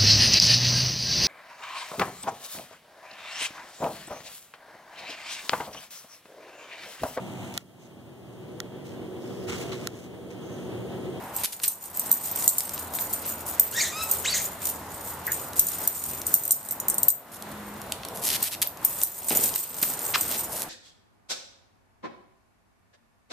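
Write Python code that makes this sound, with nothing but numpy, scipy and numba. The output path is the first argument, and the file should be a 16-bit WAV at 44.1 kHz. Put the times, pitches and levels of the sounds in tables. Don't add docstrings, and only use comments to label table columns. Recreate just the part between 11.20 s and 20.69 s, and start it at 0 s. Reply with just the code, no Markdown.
import sys
import numpy as np
from scipy import signal
from scipy.io import wavfile
from scipy.ndimage import uniform_filter1d
from numba import njit

SR = 44100
rng = np.random.default_rng(int(sys.argv[2]) if len(sys.argv) > 2 else 0)


def unload_wav(signal):
    wavfile.write(
        sys.argv[1],
        SR,
        np.round(np.clip(np.atleast_2d(signal).T, -1, 1) * 32767).astype(np.int16),
    )


N = 418509
TIME = np.arange(N) / SR


def undb(db):
    return 10 ** (np.asarray(db) / 20)


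def unit(x):
    return x / np.sqrt(np.mean(x ** 2))


def noise(*shape):
    return rng.standard_normal(shape)


def band(x, lo_hz, hi_hz):
    sos = signal.butter(2, [lo_hz, min(hi_hz, .45 * SR)], "bandpass", fs=SR, output="sos")
    return signal.sosfilt(sos, x)


def phase_of(hz):
    return 2 * np.pi * np.cumsum(hz) / SR


def walk(rate):
    k = int(SR / rate)
    steps = np.repeat(noise(N // k + 1), k)
    return 1.7 * uniform_filter1d(uniform_filter1d(steps, k), k)[:N]


def grains(per_s, spread_db):
    hit = rng.random(N) < per_s / SR
    size = hit * undb(spread_db * rng.exponential(size=N))
    return unit(size * (noise(N) + .5 * noise(2, N)))


def bursts(rows, slope_db, swell=0):
    gain = 0
    for start, length, db in rows:
        age = TIME - start
        gate = np.clip(np.minimum(age / (.00043 + swell * length ** 2), (length - age) / .0013), 0, 1)
        gain += undb(db + slope_db * np.clip(age / length, 0, 1)) * gate
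    return gain


# t/s, depth/dB
LEVEL_DIPS = [(0.249, -11.5), (.49, -11.5), (.92, -5), (1.282, -5.5), (2.40, -2.5), (4.40, -3.5),
              (4.68, -4.5), (5.14, -4.5), (5.309, -8.5), (5.884, -10.5), (6.72, -1), (7.23, -5),
              (7.42, -4.5), (7.649, -4.5), (7.836, -10), (8.361, -9)]
def dips(fall_s=.0024, hold_s=.12, return_db_s=40):
    shapes = []
    for start, db in LEVEL_DIPS:
        recovery_db = return_db_s * np.maximum(TIME - start - hold_s, 0)
        shapes.append(np.clip((TIME - start) / fall_s, 0, 1) * np.minimum(db + recovery_db, 0))
    return undb(np.min(shapes, axis=0))


# f/Hz, relative spectral density/dB
TRAFFIC_SPECTRUM = [(30, -50), (60, -5), (194, -3), (396, -5.5), (810, -1), (2230, -16), (2650, -18),
                    (6750, -26.5), (14500, -21.5)]
# f/Hz, left-right correlation
TRAFFIC_CORRELATION = [(30, 0.75), (100, 0.99), (300, .95), (700, 0.89), (2000, 0.42), (5000, 0.21),
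                       (14000, 0.14)]
# start t/s, end t/s, f/Hz, level/dB re the traffic
TRAFFIC_HUMS = [(1.0, 5.37, 82.95, -10), (6.1, 6.75, 208.4, -5)]
def traffic(level_db=-42):
    def at_pitch(table, hz):
        freqs, values = np.transpose(table)
        return np.interp(np.log(hz), np.log(freqs), values)

    out = 0
    for hz in 56 * 2 ** np.arange(0, 8.1, .5):
        alike = at_pitch(TRAFFIC_CORRELATION, hz)
        mid, side = band(noise(2, N), hz / 2 ** .25, hz * 2 ** .25)
        pair = np.sqrt(1 + alike) * mid + np.sqrt(1 - alike) * np.array([side, -side])
        out += undb(at_pitch(TRAFFIC_SPECTRUM, hz) + 1.2 * walk(9)) * pair
    out /= np.sqrt(np.mean(band(out.mean(axis=0), 300, 1300) ** 2))
    for start, end, hz, db in TRAFFIC_HUMS:
        swell = np.clip(np.minimum(TIME - start, end - TIME) / (.12 * (end - start)), 0, 1)
        out += undb(db + 2 * walk(8)) * swell * np.sin(phase_of(hz * (1 + .015 * walk(4))))
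    return out * undb(level_db) * dips()


# t/s, hold/s, level/dB
COLLAR_SHAKES = [(.15, 0.013, -28.5), (.32, 0.011, -23), (0.429, 0.037, -18.5), (.62, 0.0072, -22),
                 (0.737, 0.1, -28.5), (.905, 0.14, -27.5), (1.03, 0.41, -26), (1.52, 0.062, -30),
                 (1.735, 0.081, -27), (1.91, 0.016, -27.5), (2.029, 0.035, -24), (2.18, 0.011, -34.5),
                 (2.261, 0.4, -30.5), (2.81, 0.026, -28), (2.895, 0.065, -24.5), (3.109, 0.11, -23),
                 (3.412, 0.026, -29), (3.45, 0.029, -28), (3.71, 0.19, -37.5), (3.87, 0.042, -34),
                 (4.05, 0.021, -32.5), (4.11, 0.087, -31.5), (4.21, 0.015, -37), (4.359, 0.19, -26.5),
                 (4.47, 0.47, -29), (5.06, 0.4, -31.5), (7.2, 0.021, -26), (7.64, 0.49, -25.5),
                 (8.083, 0.19, -20.5), (8.358, 0.022, -16), (8.42, 0.26, -25), (8.612, 0.12, -26.5),
                 (8.78, 0.34, -27), (9.005, 0.1, -27.5), (9.17, 0.028, -23.5)]
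def shaking_db(rest_db=-48.5, rise_db_s=790, fall_db_s=143):
    power = undb(2 * rest_db)
    for start, hold, db in COLLAR_SHAKES:
        onset_db = rise_db_s * np.maximum(start + .0041 - TIME, 0)
        decay_db = fall_db_s * np.maximum(TIME - start - hold, 0)
        power += undb(2 * (db - onset_db - decay_db))
    return 10 * np.log10(power * dips() ** 2)


# t/s, length/s, level/dB, treble/dB re that level
PAW_SCUFFS = [(0.164, 0.067, -55, 5), (0.234, 0.026, -33.5, 13.5), (0.322, 0.017, -45.5, 12),
              (0.433, 0.022, -36, 15), (6.114, 0.059, -61, 21), (6.313, 0.013, -58, 19.5),
              (6.943, 0.065, -60, 24.5), (7.01, 0.16, -35, 13), (7.215, 0.072, -40.5, 13.5),
              (7.307, 0.044, -42.5, 10.5), (7.416, 0.018, -30.5, 13.5), (9.099, .07, -44.5, 14),
              (9.29, 0.15, -48, 20.5)]
# t/s, length/s, level/dB
PAW_LANDINGS = [(7.2, 0.03, -37.5), (8.108, 0.022, -28), (8.126, 0.035, -28), (8.158, 0.032, -32.5),
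                (8.188, 0.076, -38), (8.625, 0.013, -29), (9.09, 0.076, -40.5)]
def paws(swell=3.4):
    grit = (grains(4000, spread_db=2.5) + .45 * noise(2, N)) * undb(1.2 * walk(120))
    scuffs = [row[:3] for row in PAW_SCUFFS]
    dull = [(start, length, db - treble_db + .5) for start, length, db, treble_db in PAW_SCUFFS]
    bright = [(start, length, db + treble_db) for start, length, db, treble_db in PAW_SCUFFS]
    body = bursts(scuffs, slope_db=-1, swell=swell) * unit(band(grit, 1760, 5500))
    drag = bursts(dull, slope_db=10, swell=swell) * unit(band(grit, 1560, 5200))
    treble = bursts(bright, slope_db=-3.5, swell=swell / 2) * unit(band(grit, 8200, 20000))
    brush = undb(shaking_db() - 19.5) * unit(band(grit, 1550, 7600))
    knocks = grains(1100, spread_db=3).mean(axis=0)
    rumble = unit(band(band(knocks, 110, 900), 140, 800))
    landings = bursts(PAW_LANDINGS, slope_db=-5) * (rumble + .3 * unit(band(grit, 1200, 4200)))
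    return body + drag + brush - treble + landings


# t/s, relative level/dB, f/Hz
CLAW_TICKS = [(0.399, -30.5, 2760), (1.405, -11.5, 10500), (1.223, -23.5, 4500), (1.493, -21, 7050),
              (1.5777, -26.5, 4000), (1.787, -22.5, 2100), (4.332, -26, 6400), (4.554, -29, 7000),
              (4.615, -30.5, 7000), (4.656, -29, 8040), (5.016, -21, 6700), (6.223, -25.5, 7250),
              (6.616, -29, 7140), (6.721, -15, 5470), (6.8328, -28.5, 2480), (6.8496, -23, 6600),
              (6.8847, -25.5, 6570), (7.079, -15, 6600), (7.102, -17, 3840), (7.466, -31, 2700),
              (7.572, -31, 8040), (7.815, -14, 7900), (8.105, -18.5, 2660), (8.258, -25, 4500),
              (8.2918, -22.5, 4530), (8.339, -22, 6760), (8.627, -15, 6300)]
def claws(size=2048, decay_s=.0009):
    out, t = np.zeros((2, N + size)), TIME[:size]
    for start, db, hz in CLAW_TICKS:
        impact = (noise(size) + .057 * noise(2, size)) * t * np.exp(-t / decay_s)
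        tick = band(impact, .55 * hz, 2.2 * hz)
        at = int(start * SR)
        out[:, at:at + size] += undb(db + 3) * tick / np.abs(tick).max()
    return out[:, :N]


# t/s, length/s, level/dB
PAW_SKID = [(8.938, 0.024, -20.5)]
def skid(from_hz=2600, to_hz=1133):
    start, length, _ = PAW_SKID[0]
    hz = np.interp(TIME, [start, start + length], [from_hz, to_hz])
    slide = np.sin(phase_of(hz * (1 + .11 * walk(1500)))) * undb(2.7 * walk(600) - 7.5)
    grit = unit(band(grains(6500, spread_db=1.1), 1340, 4800))
    return bursts(PAW_SKID, slope_db=-1.5) * grit + bursts(PAW_SKID, slope_db=8) * slide


# t/s, length/s, level/dB
DOG_YIP = [(4.074, 0.064, -31)]
def yip(band_hz=(1420, 2140)):
    return bursts(DOG_YIP, slope_db=-14) * unit(band(band(noise(N), *band_hz), *band_hz))


# t/s, f/Hz, relative level/dB, breathiness (0-1)
TOY_SQUEAKS = [
    [(2.525, 1370, -49, 0.34), (2.545, 1600, -49, 0.4), (2.562, 1860, -41.5, 0.32),
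     (2.597, 1890, -32.5, 0.2), (2.606, 2320, -35, 0.24), (2.616, 2250, -31.5, 0.54),
     (2.624, 1930, -38, 0.76), (2.66, 1920, -41.5, 0.68), (2.70, 1900, -48, 0.6), (2.722, 1850, -50, 0.7)],
    [(2.722, 1200, -50, 0.3), (2.75, 1235, -46, 0.09), (2.79, 1295, -44, 0.14), (2.815, 1300, -41.5, 0.15),
     (2.86, 1300, -51, 0), (2.905, 1306, -55, 0.05)],
    [(3.035, 1300, -60, .4), (3.048, 1550, -39, .4), (3.058, 2200, -36, .4), (3.07, 3650, -35, .3),
     (3.08, 3750, -32, .12), (3.097, 4050, -32, .12), (3.10, 4550, -31, .08), (3.134, 4520, -35, .1),
     (3.14, 4500, -60, .2)],
    [(3.134, 2420, -46, 0.46), (3.142, 2280, -35.5, 0.74), (3.158, 1900, -41.5, 1), (3.20, 2060, -44.5, 1),
     (3.245, 2040, -57, 0.97)],
]
REED_HARMONICS = [0.0, -1, -4, -3, -8, -4, -13, -14, -14, -13, -13]
def toy():
    hz, db, breath = np.zeros(N), np.full(N, -120.), np.zeros(N)
    for times, *columns in map(np.transpose, TOY_SQUEAKS):
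        on = (TIME >= times[0]) & (TIME <= times[-1])
        hz[on], db[on], breath[on] = [np.interp(TIME[on], times, column) for column in columns]
    phase = phase_of(hz * (1 + .1 * breath * walk(1500) + .005 * walk(150)))
    reed = 0
    for k, harmonic_db in enumerate(REED_HARMONICS, 1):
        ceiling_hz = 14000 - 12000 * breath if k > 6 else 8500
        reed += undb(harmonic_db + 2.57 * walk(150)) * np.sin(k * phase) * (k * hz < ceiling_hz)
    leak = unit(band(band(noise(N), 6000, 7500), 6000, 7800))
    gain = undb(db + .3 * walk(120))
    hiss = unit(band(noise(N), 1200, 9400))
    return gain * (2.18 * reed + 3.6 * breath * leak + .92 * hiss)


def contact_clicks(at, db, decay_s, lo_hz):
    pulses = np.zeros(N)
    np.add.at(pulses, at, undb(db))
    envelope = signal.lfilter([1], [1, -np.exp(-1 / (decay_s * SR))], pulses)
    return band(envelope * (noise(N) + .98 * noise(2, N)), lo_hz, 20400)


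@njit
def add_mode(out, at, pole, push):
    for k in range(len(at)):
        z, i = 1. + 0j, at[k]
        while i < out.shape[1] and z.real ** 2 + z.imag ** 2 > 1e-4:
            out[0, i] += (push[k, 0] * z).imag
            out[1, i] += (push[k, 1] * z).imag
            z, i = z * pole[k], i + 1


def plate(at, db, modes, scatter_db, t60_scale, detune):
    out, mode_db = np.zeros((2, N)), np.array(modes)[:, 1]
    freedom = t60_scale * np.exp(.5 * np.minimum(noise(len(at)), 1))
    shares = undb(mode_db + scatter_db * np.minimum(noise(len(at), len(modes)), 1.3))
    shares *= np.linalg.norm(undb(mode_db)) / np.linalg.norm(shares, axis=1, keepdims=True)
    for (hz, _, t60), share in zip(modes, shares.T):
        chance = noise(len(at), 6)
        pitch_hz = hz * (1 + detune * chance[:, 0])
        damping = np.log(1000) / np.clip(t60 * freedom, .005, .4)
        pole = np.exp((2j * np.pi * pitch_hz - damping) / SR)
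        sides = undb(.68 * chance[:, 4:6]) * np.exp(1j * (3 * chance[:, 1:2] + 1.09 * chance[:, 2:4]))
        add_mode(out, at, pole, (undb(db) * share)[:, None] * sides)
    return out


# f/Hz, relative level/dB, nominal T60/s
LOW_MODES = [(3940, -17, 0.044), (4430, -25.5, 0.096), (5540, -23.5, 0.13), (6130, -21, 0.12),
             (6936, -2, 0.031), (7490, -11, 0.044), (7910, 1, 0.011), (8240, -0.5, 0.053),
             (8660, 1, 0.0069), (9120, -8, 0.059), (9375, -4, 0.066), (10070, -13, 0.069),
             (11520, -8, 0.015)]
TOP_MODES = [(13150, -9, .04), (13380, -6, .04), (13580, -2, .05), (13720, 0.0, .05), (13880, -2, .05),
             (14050, -6, .04)]
# t/s, relative level/dB, offset of the lower modes/dB
TAG_STRIKES = [(0.163, -18, -11), (0.4794, -12, -7), (0.772, -15, -31.5), (0.795, -13.5, -10.5),
               (0.9144, -9, -10.5), (0.926, -13, -10), (1.159, -20.5, -6), (1.2777, -5, -5.5),
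               (1.3825, -11, -9), (1.75, -21, -14.5), (1.934, -17.5, -13), (2.397, -5, -13.5),
               (2.9126, -8.5, -11), (3.453, -23, -4.5), (4.067, -16, -17), (4.118, -18.5, -7.5),
               (4.3938, -2.5, -13), (4.468, -22, -2), (4.6752, -12, -9), (4.838, -23, -4),
               (5.067, -18.5, -2), (5.14, -8.5, -8), (5.147, -23, -18), (5.235, -27, -5), (5.252, -21, -8),
               (5.278, -22.5, -3), (5.308, -13.5, -3), (5.318, -9.5, -11), (5.487, -30, 0),
               (5.509, -18, -9), (5.522, -17, -16), (5.5999, -20.5, -6.5), (5.683, -13, -10),
               (5.6995, -17, 0.5), (5.742, -20, -8), (5.7815, -13, -8.5), (5.8311, -11, -8.5),
               (5.883, -4.5, -20), (5.89, -17, -8), (5.902, -20.5, -2), (7.2275, -15, -6),
               (7.4726, -19.5, -34.5), (7.648, -8.5, -13.5), (7.8337, -10, -11.5), (8.084, -20, -2),
               (8.171, -10.5, -8), (8.358, -15.5, -25), (8.6286, -14.5, -13), (9.0096, -20.5, -1)]
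def tag_strikes():
    start, db, low_db = np.transpose(TAG_STRIKES)
    delay, loss = rng.random((len(start), 2)).T
    at = (np.r_[start, start + .0015, start + .004 + .012 * delay] * SR).astype(int)
    db, low_db = np.r_[db - 3.5, db - 3.5, db - 9 - 8 * loss], np.tile(low_db, 3)
    top = plate(at, db + 4, TOP_MODES, scatter_db=13, t60_scale=.18, detune=.0046)
    low = plate(at, db + low_db + 1.5, LOW_MODES, scatter_db=6.5, t60_scale=.66, detune=.0035)
    clicks = contact_clicks(at, db + low_db / 3 - 14.5, decay_s=.0015, lo_hz=3460)
    return band(top + low + clicks, 4800, .45 * SR)


def tag_chatter(touches=2300):
    at = rng.integers(0, N, size=touches)
    db = shaking_db()[at] + 1.18 * walk(40)[at] - 9
    db += 1.74 * np.minimum(rng.exponential(size=touches), 4)
    top = plate(at, db - 1, TOP_MODES, scatter_db=15, t60_scale=1.18, detune=.007)
    low = plate(at, db - 5, LOW_MODES[4:], scatter_db=12, t60_scale=1.37, detune=.0035)
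    return top + low + contact_clicks(at, db - 3, decay_s=.003, lo_hz=6460)


def scene(yard_t60_s=.25, yard_db=-8.5):
    dog = tag_strikes() + tag_chatter() + claws() + paws() + toy() + yip() + skid()
    t = TIME[:SR // 2]
    tail = unit(noise(2, len(t)) * undb(-60 * t / yard_t60_s) * (t > .004)) / np.sqrt(len(t))
    return dog + undb(yard_db) * signal.fftconvolve(dog, tail, axes=1)[:, :N] + traffic()


def record(dry, first_cutoff_hz=14190, last_cutoff_hz=15520):
    limited = signal.sosfilt(signal.ellip(10, .3, 85, first_cutoff_hz, fs=SR, output="sos"), dry)
    rounded = np.tanh(.4 * limited) / .4
    return signal.sosfilt(signal.ellip(10, .2, 80, last_cutoff_hz, fs=SR, output="sos"), rounded)


dry = scene()
out = record(dry)
unload_wav(out)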